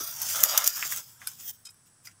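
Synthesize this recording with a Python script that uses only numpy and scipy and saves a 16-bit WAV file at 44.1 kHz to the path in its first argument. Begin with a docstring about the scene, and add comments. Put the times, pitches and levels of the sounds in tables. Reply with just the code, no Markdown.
"""Leaves rustle as undergrowth is pushed aside close by: countless tiny slips of leaf on leaf,
over the duller scrape of stalks and litter. Stalks knock, thin stems snap and single leaves brush
past; then twigs click, one leaf slides off with a swelling hiss, a dry stalk is scuffed and a
brittle one crunches. Under it lie a low rumble and a faint hiss; a limiter catches the sharpest snaps."""
import sys
import numpy as np
from scipy import signal
from scipy.fft import rfft, irfft, next_fast_len
from scipy.io import wavfile
from scipy.ndimage import uniform_filter1d, minimum_filter1d, map_coordinates

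SR = 44100
rng = np.random.default_rng(int(sys.argv[2]) if len(sys.argv) > 2 else 0)


def wrap_up_sound(samples):
    """Save the sound to the file named by the first command line argument, as 16-bit audio."""
    columns = np.atleast_2d(samples).T
    # keep every value between -1 and 1, then stretch to whole-number steps
    tamed = np.clip(columns, -1, 1)
    steps = np.round(tamed * 32767).astype(np.int16)
    wavfile.write(sys.argv[1], SR, steps)


N = 97020
CRACK_T60_S = 0.005  # a t60 is the time a sound takes to fade by 60 dB


def amp(db):
    """Turn decibels into a gain."""
    return 10 ** (np.asarray(db) / 20)


def unit(x):
    """Scale to an average (rms) size of 1."""
    return x / np.sqrt(np.mean(x ** 2) + 1e-20)


def clock():
    """The time of each sample in seconds."""
    return np.arange(N) / SR


def curve(rows):
    """Join (time, value) rows with straight lines."""
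    return np.interp(clock(), *np.transpose(rows))


def wobble(rate):
    """A smooth curve through rate random values a second."""
    return map_coordinates(rng.standard_normal(int(N * rate / SR) + 4), [clock() * rate])


def colour(x, tone, tilt_db=0):
    """Give x a tone; a positive tilt (dB per octave) brightens it above about 1 kHz."""
    size = 4096
    octaves = np.log2(np.fft.rfftfreq(size, 1 / SR) + 1)
    hz, db = np.transpose(tone)
    gain = amp(np.interp(octaves, np.log2(hz), db) + tilt_db * np.maximum(octaves, 10))
    # build the filter so that nothing sounds before its cause
    cepstrum = irfft(np.log(gain / gain.max() + 1e-6))[:size // 2]
    cepstrum[1:] *= 2
    response = irfft(np.exp(rfft(cepstrum, size)))
    power = np.mean(np.abs(rfft(response)) ** 2 * (2 ** octaves < TOP_HZ))
    return signal.fftconvolve(x, response / np.sqrt(power))[:N]


def ring(x, t60):
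    """The ring that x leaves behind, as a fading tail of noise."""
    t = np.arange(SR // 4) / SR
    tail = rng.standard_normal(len(t)) * amp(-60 * t / t60)
    return signal.fftconvolve(x, tail / np.linalg.norm(tail))[:N]


def shifting_ring(x, t60, rate):
    """Leaves move, so the ring hands over to a new one rate times a second."""
    place = clock() * rate
    fades = (np.cos(np.pi / 2 * np.clip(place - k, -1, 1)) for k in range(int(place[-1]) + 2))
    return sum(ring(x * fade, t60) for fade in fades)


def ring_notes(x, notes):
    """x sets an object's own few notes ringing."""
    t = np.arange(SR // 4) / SR
    response = sum(amp(db) * unit(np.cos(2 * np.pi * hz * t) * amp(-60 * t / t60))
                   for hz, db, t60 in notes)
    return signal.fftconvolve(x, response / np.sqrt(len(t)))[:N]


def onset(age, rise_s=0.0003):
    """Fibres give way within a fraction of a millisecond."""
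    return 1 - np.exp(-age / rise_s)


def friction(slips_per_s=3500, spread_db=2.5, hiss=0.48):
    """Countless tiny slips of uneven size over a smooth hiss."""
    slips = rng.random(N) < slips_per_s / SR
    sizes = amp(spread_db * np.minimum(rng.exponential(size=N), 4)) * rng.choice([-1, 1], N)
    return unit(unit(slips * sizes) + hiss * rng.standard_normal(N))


def crackle(flicks_per_s=110):
    """Now and then a leaf edge catches and flicks free."""
    return unit((rng.random(N) < flicks_per_s / SR) * rng.uniform(-0.13, 1, N))


def patchy(x, depth_db, patch_hz=311, patch_s=0.06076):
    """The tone keeps shifting as other leaves come into contact."""
    size = 512
    hz, t, spectra = signal.stft(x, SR, nperseg=size)
    place = np.meshgrid(hz / patch_hz, t / patch_s, indexing="ij")
    patches = map_coordinates(rng.standard_normal((size // 2, size // 2)), place, mode="wrap")
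    return signal.istft(spectra * amp(depth_db * patches), SR, nperseg=size)[1][:N]


def rustle(levels, tone, flutter_db, ring_db, ring_t60, patchy_db, fade_db_per_s=104):
    """Friction that flutters as leaves catch and let go, fading outside the listed times."""
    grains = (friction() + amp(-9) * crackle()) * amp(flutter_db * wobble(71.2))
    ringing = amp(ring_db) * shifting_ring(grains, ring_t60, rate=10.24)
    body = patchy(grains + ringing, patchy_db)
    outside_s = np.abs(clock() - np.clip(clock(), levels[0][0], levels[-1][0]))
    return unit(colour(body, tone)) * amp(curve(levels) - fade_db_per_s * outside_s)


def strokes(rows, tone, ring_db, ring_t60):
    """Short rubs that set a plant ringing; each swells and fades 20 dB in its rise and fall times."""
    out = np.zeros(N)
    for peak_s, db, rise, fall, tilt_db in rows:
        t = clock() - peak_s
        rub = colour(friction(), tone, tilt_db) * amp(db - 20 * np.maximum(-t / rise, t / fall))
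        out += rub + amp(ring_db) * ring(rub, ring_t60)
    return out


# how the rubbing swells and fades (time [s], relative level [dB])
RUB_LEVELS = [(0, -36), (.14, -34.5), (.18, -39.5), (.23, -31.5), (.28, -39.5), (.33, -29.5), (.48, -30),
              (.56, -29), (.63, -35), (.685, -30.5), (.72, -39.5), (.78, -33.5), (.88, -34.5), (.98, -34.5),
              (1.035, -50.5), (1.16, -57), (1.25, -52.5), (1.33, -50.5), (1.36, -55)]
# its bright tone (frequency [Hz], level [dB])
RUB_TONE = [(500, -24.5), (1800, -21), (2600, -16), (3400, -9.5), (4200, -13.5), (5200, 1.5), (6600, 0),
            (8500, -6), (11000, -9), (13000, -2.5), (15200, -2)]


def rubbing_leaves():
    """Leaves rub on each other in a dense, bright rustle."""
    return rustle(RUB_LEVELS, RUB_TONE, flutter_db=1.76, ring_db=-2, ring_t60=0.014, patchy_db=2.6)


# how the scraping swells and fades (time [s], relative level [dB])
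SCRAPE_LEVELS = [(0, -42.5), (.04, -46), (.16, -52.5), (.22, -42), (.28, -54), (.35, -39), (.45, -36.5),
                 (.58, -33.5), (.66, -40.5), (.73, -47), (.78, -39), (.86, -41.5), (.89, -48), (.93, -42),
                 (1.0, -48.5), (1.04, -68.5), (1.17, -67), (1.25, -55), (1.36, -67.5)]
# its duller tone (frequency [Hz], level [dB])
SCRAPE_TONE = [(200, -24.5), (450, -26), (600, -10), (850, -4), (1300, 2.5), (1750, -1), (2200, -6.5),
               (2800, -3.5), (3400, 1), (4300, -12), (8000, -17.5)]


def scraping_stalks():
    """Stalks and leaf litter scrape, ringing more than the leaves do."""
    return rustle(SCRAPE_LEVELS, SCRAPE_TONE, flutter_db=0.76, ring_db=6.5, ring_t60=0.026, patchy_db=1)


# how loud the rumble is (time [s], level [dB])
RUMBLE_LEVELS = [(0, -66), (.2, -59.5), (.26, -59.5), (.4, -56.5), (.5, -66), (.72, -74), (.8, -63),
                 (.97, -61), (1.05, -66.5), (1.17, -67.5), (1.37, -62), (1.6, -69), (2.0, -71), (2.07, -66),
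                 (2.2, -70)]
# tones of the rumble and the hiss (frequency [Hz], level [dB])
RUMBLE_TONE = [(20, -23), (50, -30), (80, -8.5), (108, 2.5), (150, -6), (300, -17), (600, -33), (2000, -51)]
HISS_TONE = [(100, 1), (500, -4), (1600, 0), (2300, -9), (4200, -9.5), (5600, -0.5), (7400, -9), (7800, 8),
             (9000, 0.5), (10500, 2), (11000, -17), (15500, -14)]


def background():
    """A low uneven rumble and a faint steady hiss."""
    rumble = unit(colour(rng.standard_normal(N), RUMBLE_TONE)) * amp(curve(RUMBLE_LEVELS))
    return rumble + amp(-63) * colour(rng.standard_normal(N), HISS_TONE)


# knocks on stalks (time [s], level [dB], pitch [Hz], half length [cycles])
KNOCKS = [(.008, -37.5, 360, 0.7), (.4370, -17, 1400, 0.63), (0.5777, -26.5, 1550, 1.6),
          (.6755, -31, 1010, 0.39), (0.8264, -12, 2170, 0.76), (0.923, -22, 1760, 0.85),
          (1.2176, -31.5, 1860, 1.08), (2.0868, -44.5, 2000, 0.99)]


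def knocking_stalks():
    """A stalk is tapped or springs back from a snap: a swing or two, then a woody ring."""
    out = np.zeros(N)
    for start, db, hz, width in KNOCKS:
        cycles = (clock() - start) * hz - 1
        tap = amp(db) * np.sin(2 * np.pi * cycles) * np.exp(-(cycles / width) ** 2)
        out += tap + amp(-4.5) * ring(tap, t60=0.12)
    return out


# how loud the broad leaf is (time [s], level [dB])
DRAG_LEVELS = [(.2, -70), (.24, -54), (.32, -62), (.36, -44), (.45, -41.5), (.6, -45.5), (.68, -53.5),
               (.72, -65), (.78, -62.5), (.83, -67)]
# its low tone (frequency [Hz], level [dB])
DRAG_TONE = [(150, -22), (300, -21), (460, -22.5), (520, 2.5), (700, 2), (900, -6.5), (1300, -6.5),
             (1750, -6), (3000, -19)]


def dragging_leaf():
    """A broad leaf drags along during the hardest push."""
    return rustle(DRAG_LEVELS, DRAG_TONE, flutter_db=3, ring_db=-1.5, ring_t60=0.05, patchy_db=-0.56)


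# breaking stems (time [s], level [dB], tail against crack [dB], tail t60 [s], tilt [dB per octave])
SNAPS = [(0.2164, -19, -1, .025, 6.5), (.341, -30.5, -20.5, 0.0082, 4), (0.357, -20.5, -4.5, 0.088, -5.5),
         (0.4337, -12, -0.5, 0.014, 0), (0.4369, 8, -22, 0.026, 0), (0.5763, -1.5, -7, 0.031, -4),
         (0.642, -12, -7.5, 0.032, -5.5), (0.6617, -13.5, -12.5, 0.056, -5.5), (0.6673, -17.5, 0, 0.025, 0),
         (0.6758, 1, -13, 0.021, -2), (0.852, -26, -11.5, .02, -12), (0.8681, -25, -5, .015, -4),
         (0.8772, -20.5, -10, .015, -0.5), (0.962, -24, -2.5, 0.023, 0.5), (.985, -25, -10, 0.017, -11)]
# their sharp tone (frequency [Hz], level [dB])
SNAP_TONE = [(60, -38), (400, -33), (700, -34), (1400, -28.5), (2500, -20), (3300, -10), (4200, -11.5),
             (5300, -1), (6400, 5.5), (8500, -4), (11000, -0.5), (14000, 8.5), (15500, 2)]


def snapping_stems():
    """Each stem breaks with one hard crack and a short splintering tail."""
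    out = np.zeros(N)
    for start, db, tail_db, t60, tilt_db in SNAPS:
        age = np.maximum(clock() - start, 0)
        crack = rng.choice([-1, 1], N) * amp(-60 * age / CRACK_T60_S)
        tail = rng.standard_normal(N) * amp(tail_db - 60 * age / t60)
        out += amp(db) * colour((crack + tail) * onset(age), SNAP_TONE, tilt_db)
    return out


# passing leaves (peak time [s], level [dB], rise [s], fall [s], tilt [dB per octave])
BRUSHES = [(0.307, -31, 0.11, 0.07, 1.5), (0.406, -27, 0.0096, 0.029, 4), (0.924, -29, 0.04, 0.029, 5),
           (0.976, -38.5, 0.032, 0.049, -0.5), (1.095, -54.5, 0.12, 0.077, 3),
           (1.222, -51, 0.02, 0.036, -7.5), (1.285, -43, .01, 0.041, 1.5), (1.40, -45.5, 0.027, 0.084, 0.5),
           (1.868, -61, 0.019, 0.03, 1), (2.058, -47.5, 0.019, 0.024, 0.5),
           (2.0735, -55, 0.003, 0.047, -3.5), (2.115, -57.5, .008, 0.0088, -4)]
# their airy tone (frequency [Hz], level [dB])
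BRUSH_TONE = [(200, -43), (700, -9.5), (1500, -4), (2600, -3.5), (3400, -2.5), (4200, -9.5), (5200, 0.5),
              (7000, 5), (9000, -2), (11500, -3.5), (15000, 2)]


def brushing_leaves():
    """Single leaves brush past, each with one short rub."""
    return strokes(BRUSHES, BRUSH_TONE, ring_db=-2.5, ring_t60=0.086)


# twig clicks (time [s], level [dB])
CLICKS = [(1.2172, -41), (1.2695, -27), (1.2726, -10), (1.2762, -28), (1.2842, -27), (1.3162, -34.5),
          (1.7055, -52), (1.744, -49.5), (2.0722, -34)]
# their thin tone (frequency [Hz], level [dB])
CLICK_TONE = [(300, -22), (1000, -33), (1500, 0), (2000, -32), (2500, -24), (3000, -14), (3550, -13),
              (4100, -16), (5150, 2), (6000, -23), (7200, -0.5), (9000, 0), (10700, 6), (13000, 2),
              (15500, -12)]
# notes a twig rings with (pitch [Hz], level [dB], t60 [s])
TWIG_NOTES = [(1515, -13, 0.094), (2375, -14.5, 0.081), (3080, -23.5, 0.072), (3540, -23.5, 0.073),
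              (5130, -10.5, 0.076), (7900, -17, .1)]


def clicking_twigs():
    """A dry twig ticks, and the blow makes it ring briefly."""
    out = np.zeros(N)
    for start, db in CLICKS:
        age = np.maximum(clock() - start, 0)
        burst = rng.choice([-1, 1], N) * onset(age) * amp(db - 60 * age / CRACK_T60_S)
        tick = colour(burst, CLICK_TONE)
        blow = np.linalg.norm(tick) * (np.arange(N) == round(start * SR))
        out += tick + ring_notes(blow, TWIG_NOTES) + amp(-3) * ring(tick, t60=0.036)
    return out


# how loud the sliding leaf is (time [s], level [dB])
SLIDE_LEVELS = [(1.36, -58), (1.40, -50.5), (1.467, -34), (1.471, -35.5), (1.49, -32), (1.51, -32.5),
                (1.519, -52), (1.545, -50), (1.575, -62.5)]
# its hissy tone (frequency [Hz], level [dB])
SLIDE_TONE = [(400, -31.5), (900, -28), (1650, -24), (2800, -23), (3300, -13), (4300, -31), (5500, -8),
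              (7000, -15), (10000, -13), (11200, -24), (13000, -7.5), (14600, -4.5), (15500, -6.5)]


def sliding_leaf():
    """One leaf slides off with a hiss that swells, then drops away."""
    return rustle(SLIDE_LEVELS, SLIDE_TONE, flutter_db=2, ring_db=2.5, ring_t60=0.032, patchy_db=2)


# scuffs on a dry stalk (peak time [s], level [dB], rise [s], fall [s], tilt [dB per octave])
SCUFFS = [(1.654, -42.5, 0.0038, 0.018, 2.5), (1.672, -46.5, 0.015, 0.0081, -2.5),
          (1.693, -57, 0.02, 0.013, -6.5), (1.708, -50.5, 0.014, 0.0085, 10.5)]
# their dry tone (frequency [Hz], level [dB])
SCUFF_TONE = [(300, -35), (1400, -11), (2300, -13.5), (2800, -12.5), (3900, -1.5), (4600, -8), (5000, 4),
              (5500, -0.5), (6600, -3.5), (8000, 6.5), (11400, -5.5), (15500, -16)]
# notes the stalk rings with (pitch [Hz], level [dB], t60 [s])
STALK_NOTES = [(1400, -20, .06), (2490, -5.5, 0.038), (3110, -11.5, 0.077), (3800, -19.5, 0.045),
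               (4250, -23, 0.04), (5090, -10, 0.03), (5860, -22, .05), (6780, -14, 0.06)]


def scuffed_stalk():
    """Quick rubs set a dry stalk ringing."""
    scuffs = strokes(SCUFFS, SCUFF_TONE, ring_db=-9.5, ring_t60=0.045)
    return scuffs + ring_notes(scuffs, STALK_NOTES)


# jolts of a brittle stalk (time [s], level [dB], tilt [dB per octave])
JOLTS = [(2.0532, -46, 13), (2.059, -43, 18), (2.0717, -40, 1)]
# notes it rings with (pitch [Hz], level [dB], t60 [s])
BRITTLE_NOTES = [(1400, -9, 0.035), (2035, 0, 0.023), (2270, -8, 0.035), (4740, -2, 0.021),
                 (5030, -2.5, 0.032), (5850, -4.5, 0.028), (6250, -14, 0.024)]


def crunching_stalk():
    """A brittle stalk gives way in quick jolts; only the hardest stirs its low, woody notes much."""
    out = np.zeros(N)
    highest_hz = BRITTLE_NOTES[-1][0]
    for start, db, tilt_db in JOLTS:
        age = np.maximum(clock() - start, 0)
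        for hz, note_db, t60 in BRITTLE_NOTES:
            level = db + note_db + tilt_db * np.log2(hz / highest_hz)
            decay = amp(-60 * age / t60) + amp(-12.5 - 60 * age / 0.12)  # plus a softer, longer ring
            out += amp(level) * np.sin(2 * np.pi * hz * age) * decay * onset(age)
    return out


def scene():
    """Mix all sounds in one channel; the snaps scatter faintly off the plants around."""
    snaps = snapping_stems()
    mix = amp(1) * rubbing_leaves() + amp(-0.5) * scraping_stalks() + dragging_leaf() + sliding_leaf()
    mix += snaps + amp(-11) * ring(snaps, t60=0.1)
    mix += clicking_twigs() + knocking_stalks() + crunching_stalk()
    mix += scuffed_stalk() + brushing_leaves() + background()
    return mix[None]


TOP_HZ, EDGE_HZ = 15750, 300
LIMIT_S, LIMIT_PEAK = 0.0007, 1.15


def record(dry):
    """The highest treble is cut off, and a fast limiter turns down the loudest peaks."""
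    size = next_fast_len(N + SR // 2)
    keep = np.clip((TOP_HZ - np.fft.rfftfreq(size, 1 / SR)) / EDGE_HZ + .5, 0, 1)
    x = irfft(rfft(dry, size) * keep, size)[:, :N]
    width = int(LIMIT_S * SR)
    gain = LIMIT_PEAK / np.maximum(np.abs(x), LIMIT_PEAK)
    return x * uniform_filter1d(minimum_filter1d(gain, width), width)


dry = scene()
out = record(dry)
wrap_up_sound(out)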